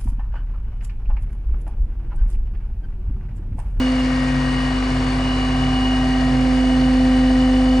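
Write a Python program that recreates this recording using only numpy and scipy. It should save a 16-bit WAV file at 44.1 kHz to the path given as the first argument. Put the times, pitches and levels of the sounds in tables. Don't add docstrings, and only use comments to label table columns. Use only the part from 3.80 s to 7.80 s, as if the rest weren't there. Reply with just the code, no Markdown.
import sys
import numpy as np
from scipy import signal
from scipy.fft import rfft, irfft, next_fast_len
from scipy.io import wavfile
from scipy.ndimage import uniform_filter1d, map_coordinates

SR = 44100
rng = np.random.default_rng(int(sys.argv[2]) if len(sys.argv) > 2 else 0)


def inscribe(sig):
    pcm = np.round(np.clip(np.atleast_2d(sig).T, -1, 1) * 32767)
    wavfile.write(sys.argv[1], SR, pcm.astype(np.int16))


N = 176400

FIRING_HZ, CYLINDERS = 49.806, 6
CYCLE_HZ = FIRING_HZ / CYLINDERS
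SHAFT_HZ, VANES, GEAR_TEETH = 42.725, 6, 68
EARS = np.array([[.5], [-.5]])

CYLINDER_GAIN_DB = [0, -4, -12, 0, -1.5, -8]
# freq_hz, pan_db
CAB_PAN = [(200,5.5),(500,0.5),(1100,5.5),(2000,2.5),(4500,2),(8000,0)]


def amp(db):
    return 10 ** (np.asarray(db) / 20)


def unit(x):
    return x / np.sqrt(np.mean(x ** 2) + 1e-20)


def seconds():
    return np.arange(N) / SR


def along(points, hz):
    freq_hz, values = np.transpose(points)
    return np.interp(np.log(hz + 1), np.log(freq_hz + 1), values)


def curves(rows):
    time_s, *columns = np.transpose(rows)
    return [np.interp(seconds(), time_s, column) for column in columns]


def wobble(rate_hz):
    knots = rng.standard_normal(int(N * rate_hz / SR) + 4)
    return map_coordinates(knots, [seconds() * rate_hz], mode='mirror')


def filtered(x, response):
    size = next_fast_len(N + SR // 2)
    return irfft(rfft(x, size) * response(np.fft.rfftfreq(size, 1 / SR)), size)[..., :N]


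def bell(x, centre, sigma):
    return np.exp(-.5 * ((x - centre) / sigma) ** 2)


def noise_band(centre_hz, sigma_hz):
    return unit(filtered(rng.standard_normal(N), lambda hz: bell(hz, centre_hz, sigma_hz)))


def pan(db):
    return amp(EARS * db)


def tone(hz, clock_s, phase_rad=0):
    return np.sqrt(2) * np.sin(2 * np.pi * (hz * clock_s + rng.random()) + phase_rad)


def spread(pair, colour):
    # freq_hz, correlation
    likeness = [(70,1),(150,0.55),(300,.93),(600,0.43),(1000,0.5),(2000,0.32),(4000,0.72),(9000,0.7)]
    # freq_hz, lead_rad
    ear_lead = [(100,0.097),(520,0.14),(1290,0.45),(1900,0.26),(2300,0.62),(3000,1),(4100,0.35),(5000,.4),(6000,.05),(9000,.05)]

    def mid_side_gains(hz):
        angle_rad = np.arccos(np.clip(along(likeness, hz), -1, 1)) / 2
        return amp(along(colour, hz)) * [np.cos(angle_rad), np.sin(angle_rad)]

    mid, side = filtered(pair, mid_side_gains)
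    placement = lambda hz: pan(along(CAB_PAN, hz)) * np.exp(1j * EARS * along(ear_lead, hz))
    return unit(filtered(np.array([mid + side, mid - side]), placement))


def wavering(hz, clock_s, level_db, pan_db):
    waver_db = 2 * wobble(4.17) + np.array([wobble(2.2), wobble(1.8)])
    return amp(level_db + waver_db) * pan(pan_db) * tone(hz, clock_s)


def vane_drone(clock_s):
    # time_s, level_db
    first = [(0.05, -18), (0.7, -22), (1.62, -22), (2.13, -19), (2.17, -19.5), (3.24, -15), (3.95, -15.5)]
    second = [(0.05,-34),(.3,-36.5),(.9,-44),(1.4,-42),(2.31,-47),(2.57,-35),(3.95,-30)]
    third = [(0,-50),(1.3,-44),(1.6,-39.5),(1.8,-37),(1.87,-34.5),(2.35,-34),(2.7,-37),(4,-35)]
    # time_s, pan_db
    position = [(0,-.3),(.65,3.3),(1.1,1),(1.7,-1),(2.2,0),(2.65,-2.4),(3.3,-0.2),(4,0)]
    offsets_db = [-0.5, -1, 4]
    pan_db, = curves(position)
    drone, lead_rad = 0, .11
    for k, (levels, offset_db) in enumerate(zip([first, second, third], offsets_db), 1):
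        harmonic = tone(k * VANES * SHAFT_HZ, clock_s, EARS * lead_rad)
        drone += amp(curves(levels)[0]) * pan(pan_db + offset_db) * harmonic
    return drone


def pump_overtones(clock_s):
    # time_s, level_db
    sing_levels = [(0.0, -49), (0.41, -34), (0.9, -35), (1.0, -48), (1.88, -43), (2.47, -36), (2.52, -43.5),
                   (3.42, -40), (4.0, -48)]
    rough_levels = [(0,-52),(.33,-42),(.65,-50),(4,-53)]
    squeal_levels = [(0,-62),(.8,-56),(1.05,-54.5),(1.3,-61),(1.55,-50),(1.75,-55),(2.1,-56),(2.8,-60),(3.45,-54.5),(4,-63)]
    # shaft_order, level_db, pan_db
    lines = [(3,-41,0),(11,-53,0),(13,-47,0),(16,-47,2),(17,-52,2),(24,-47,3),(30,-50,3),(42,-51,2),(81,-58,0),(84,-60,0),(85,-61,0)]
    sing_hz, rough_hz, squeal_hz = 44 * SHAFT_HZ, 51 * SHAFT_HZ, 93 * SHAFT_HZ
    sing_trim_db, squeal_trim_db = -2, 4
    sing = amp(curves(sing_levels)[0] + sing_trim_db) * tone(sing_hz, clock_s)
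    rough = unit(noise_band(rough_hz, sigma_hz=60) + .5 * tone(rough_hz, clock_s))
    rough *= amp(curves(rough_levels)[0])
    squeal = amp(curves(squeal_levels)[0] + squeal_trim_db) * tone(squeal_hz, clock_s)
    faint = sum(wavering(k * SHAFT_HZ, clock_s, db, pan_db) for k, db, pan_db in lines)
    return pan(db=4) * (sing + rough) + squeal + faint


def exhaust(clock_s):
    # cycle_order, level_db
    lines = [(6,-23.6),(8,-52),(9,-41.5),(12,-37.3),(18,-45),(21,-45),(40,-47)]
    # time_s, gain_db
    octave_gain = [(0,-3),(.8,-1),(1.4,4),(2,5),(2.6,-4.5),(4,-0.5)]
    hum_orders = [46, 56]
    # time_s, lower_db, upper_db
    hum_levels = [(0,-52,-54),(.6,-57,-47),(1.1,-42.5,-44.5),(1.7,-41,-46),(2.7,-43.5,-56),(4,-45.5,-51.5)]
    rise_db_per_s = .93
    octave_db, = curves(octave_gain)
    note = sum(amp(db + octave_db * (k == 2 * CYLINDERS)) * tone(k * CYCLE_HZ, clock_s)
               for k, db in lines)
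    hum = sum(amp(db) * tone(k * CYCLE_HZ, clock_s) for k, db in zip(hum_orders, curves(hum_levels)))
    return note * amp(rise_db_per_s * (clock_s - clock_s.mean())) + hum


def boom():
    # time_s, level_db
    levels = [(0.0, -41), (0.57, -23.5), (0.93, -29.5), (1.06, -57), (1.1, -26.5), (1.61, -31.5),
              (1.88, -23), (2.04, -41), (2.29, -24.5), (2.33, -36), (2.53, -23), (2.91, -41), (2.97, -23.5),
              (3.12, -32), (3.74, -34.5), (3.81, -52), (3.87, -29.5), (4.0, -32)]
    start_hz, sag_hz_per_s, wander_rad, trim_db = 140.3, 2, .5, -.8
    t = seconds()
    note = tone(start_hz - sag_hz_per_s * t / 2, t, wander_rad * wobble(6.5))
    return amp(curves(levels)[0] + trim_db) * note


def clatter(clock_s):
    # time_s, level_db
    levels = [(0.1, -34.5), (1.19, -34), (3.85, -36.5)]
    # freq_hz, relative_db
    colour = [(30,-41.5),(150,-4.5),(300,0.5),(450,-2.5),(580,0),(675,-1),(760,-0.5),(850,-3),(1000,2),(1170,1.5),(1370,-6),(1580,-0.5),(1750,-2.5),(1950,-3.5),(2350,-3.5),(2650,-10.5),(3300,-13.5),(6000,-22.5),(11000,-46)]
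    # freq_hz, power_share
    repeats = [(200,0.4),(600,0.78),(1100,0.86),(1600,0.23),(2500,0.32),(5000,0.086)]
    # time_s, gain_db
    mid_gain = [(0,-1.5),(.9,0.5),(1.9,1.5),(2.5,-2.5),(4,-0.5)]
    decay_s, floor, unevenness, trim_db = .019, .6, .3, 4.5
    low_hz, low_rise_db_per_s, mid_hz, mid_sigma_hz = 755, .5, 1100, 88
    cycle_samples = SR / CYCLE_HZ
    cycle_noise = rng.standard_normal((2, int(cycle_samples) + 2))
    position = (clock_s * SR) % cycle_samples
    looped = np.array([map_coordinates(row, [position], mode='wrap') for row in cycle_noise])
    share = lambda hz: np.clip(along(repeats, hz), 0, 1)
    rattle = filtered(looped, lambda hz: np.sqrt(share(hz)))
    rattle += filtered(rng.standard_normal((2, N)), lambda hz: np.sqrt(1 - share(hz)))
    firings = clock_s * FIRING_HZ
    cylinder = np.floor(firings).astype(int) % CYLINDERS
    strength = amp(unevenness * np.take(CYLINDER_GAIN_DB, cylinder))
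    knocks = floor + strength * np.exp(-(firings % 1) / FIRING_HZ / decay_s)
    sound = spread(rattle * knocks, colour)
    low = filtered(sound, lambda hz: 1 / (1 + (hz / low_hz) ** 6))
    sound += low * (amp(low_rise_db_per_s * (clock_s - clock_s.mean())) - 1)
    mid = filtered(sound, lambda hz: bell(hz, mid_hz, mid_sigma_hz))
    sound += mid * (amp(curves(mid_gain)[0]) - 1)
    return amp(curves(levels)[0] + trim_db) * sound


def gear_whine(clock_s, engine_clock_s):
    # time_s, mesh_db, below_db, above_db
    levels = [(0,-35,-48,-50),(.17,-43,-39,-54),(.38,-49.5,-45,-50),(.55,-41.5,-53,-51),(.88,-38.5,-44,-42),(1.05,-44.5,-45,-46),
              (1.27,-48,-42,-43),(1.37,-48,-49,-51),(1.44,-35,-46,-41),(1.73,-38,-42,-48),(1.87,-36.5,-43,-38),(2.06,-30.5,-47,-46),
              (2.3,-38.5,-48,-48),(2.68,-45,-47,-46),(2.86,-39,-52,-41.5),(3.17,-48,-51.5,-43),(3.35,-44.5,-51,-41),(4,-45.5,-58,-38.5)]
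    # time_s, phase_rad
    twist = [(0,1.3),(1.9,1.7),(2.6,0.93),(4,0.23)]
    # time_s, depth
    throb_depth = [(1.5,.27),(3.4,.46)]
    mesh_jitter_rad, side_jitter_rad, lead_rad = .29, .28, 1.13
    extra_db, rasp_db, flicker_db, trim_db = -14, -9.5, .6, .5
    rasp_depth, lag_firings = .47, .6
    mesh_db, below_db, above_db = curves(levels)
    twist_rad, = curves(twist)

    def line(offset, db, phase_rad):
        return amp(db) * np.exp(1j * (2 * np.pi * (GEAR_TEETH + offset) * SHAFT_HZ * clock_s + phase_rad))

    whine = line(0, mesh_db, mesh_jitter_rad * wobble(30))
    sidebands = [(-.64, below_db + extra_db), (-1, below_db), (1, above_db), (2, above_db + extra_db)]
    for offset, db in sidebands:
        whine += line(offset, db, abs(offset) * twist_rad + side_jitter_rad * wobble(13))
    rasp = noise_band(centre_hz=2850, sigma_hz=51)
    rasp = unit(rasp * (1 + rasp_depth * np.cos(2 * np.pi * SHAFT_HZ * clock_s)))
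    whine += amp(np.maximum(mesh_db, below_db) + rasp_db) * signal.hilbert(rasp) / np.sqrt(2)
    throb = 1 + curves(throb_depth)[0] * np.cos(2 * np.pi * (engine_clock_s * FIRING_HZ - lag_firings))
    stereo = np.sqrt(2) * np.real(whine * np.exp(1j * EARS * lead_rad))
    return amp(trim_db + flicker_db * wobble(20)) * throb * stereo


def block_ring(clock_s):
    # time_s, level_db
    levels = [(0,-44),(1.8,-38),(4,-40)]
    ring_hz, t60_s, attack_s = 670.5, .05, .0027
    lag_s, scatter_s, scatter_db = .00503, .00017, 3
    firing = np.arange(int(clock_s[-1] * FIRING_HZ))
    cylinder = firing % CYLINDERS
    delay_s = rng.random(CYLINDERS) / ring_hz
    late, hard = rng.standard_normal((len(firing), 2)).T
    start_s = firing / FIRING_HZ + lag_s + delay_s[cylinder] + scatter_s * late
    strength = amp(np.take(CYLINDER_GAIN_DB, cylinder) + scatter_db * hard)
    blows = np.bincount(np.searchsorted(clock_s, start_s), strength, N)
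    t = seconds()[:SR // 4]
    envelope = np.exp(-np.log(1000) * t / t60_s) * (1 - np.exp(-t / attack_s))
    ring = signal.fftconvolve(blows, envelope * np.sin(2 * np.pi * ring_hz * t))[:N]
    return amp(curves(levels)[0]) * pan(along(CAB_PAN, ring_hz)) * unit(ring)


def pump_rattle(clock_s):
    # time_s, level_db
    levels = [(0,-45),(1.3,-61),(2.05,-50),(2.25,-45),(2.45,-42),(2.6,-49),(3.05,-46),(4,-46)]
    ring = noise_band(centre_hz=1900, sigma_hz=70)
    bursts = 1 + .85 * np.cos(2 * np.pi * SHAFT_HZ * clock_s)
    return amp(curves(levels)[0]) * pan(db=4) * unit(ring * bursts)


def accessories(clock_s):
    # pitch_hz, level_db, pan_db
    lines = [(790,-46,2),(1579,-51,2),(2228,-56,2)]
    return sum(wavering(hz, clock_s, db, pan_db) for hz, db, pan_db in lines)


def turbulence():
    spectra = signal.stft(rng.standard_normal((2, N)), nperseg=512)[2]
    patches = uniform_filter1d(rng.standard_normal(spectra.shape[1:]), size=7, axis=0)
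    patches_db = unit(uniform_filter1d(patches, size=14, axis=1))
    return signal.istft(spectra * amp(patches_db), nperseg=512)[1][:, :N]


def air(clock_s):
    # freq_hz, relative_db
    hiss_colour = [(300,-14),(1500,-3.5),(2500,-6.5),(2900,8.5),(3120,-6.5),(3550,-1.5),(4100,-6),(4350,5.5),(4550,4.5),(4800,-0.5),(5150,0),(5450,-5.5),(6050,-7.5),(6500,-6),(7300,-10),(9100,-9),(9800,-14.5),(10300,-29)]
    rumble_colour = [(10,-14),(30,-10.5),(50,-3.5),(100,0),(140,0),(180,-11),(300,-7),(600,-16.5),(2000,-55)]
    hiss_db, rumble_db, throb_depth, lope_depth = -39, -37.5, .08, .054
    flare_s, sigma_s, flare_hz, sigma_hz, flare_db = 1.32, .045, 4520, 130, 4.5
    firing_rad = 2 * np.pi * clock_s * FIRING_HZ
    lope = np.cos(firing_rad / CYLINDERS) + np.cos(firing_rad / 2)
    throb = 1 + throb_depth * np.cos(firing_rad) + lope_depth * lope
    hiss = amp(hiss_db) * throb * spread(turbulence(), hiss_colour)
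    flare = amp(flare_db * bell(seconds(), flare_s, sigma_s)) - 1
    hiss += flare * filtered(hiss, lambda hz: bell(hz, flare_hz, sigma_hz))
    return hiss + amp(rumble_db) * spread(rng.standard_normal((2, N)), rumble_colour)


def scene():
    engine_s = seconds() + 60e-6 * wobble(2.45)
    pump_s = seconds() + 50e-6 * wobble(4.05)
    engine = accessories(engine_s) + exhaust(engine_s) + clatter(engine_s) + block_ring(engine_s)
    pump = vane_drone(pump_s) + pump_overtones(pump_s) + pump_rattle(pump_s)
    return engine + pump + gear_whine(pump_s, engine_s) + air(engine_s) + boom()


def record(dry):
    return filtered(dry, lambda hz: hz < 10200)


dry = scene()
out = record(dry)
inscribe(out)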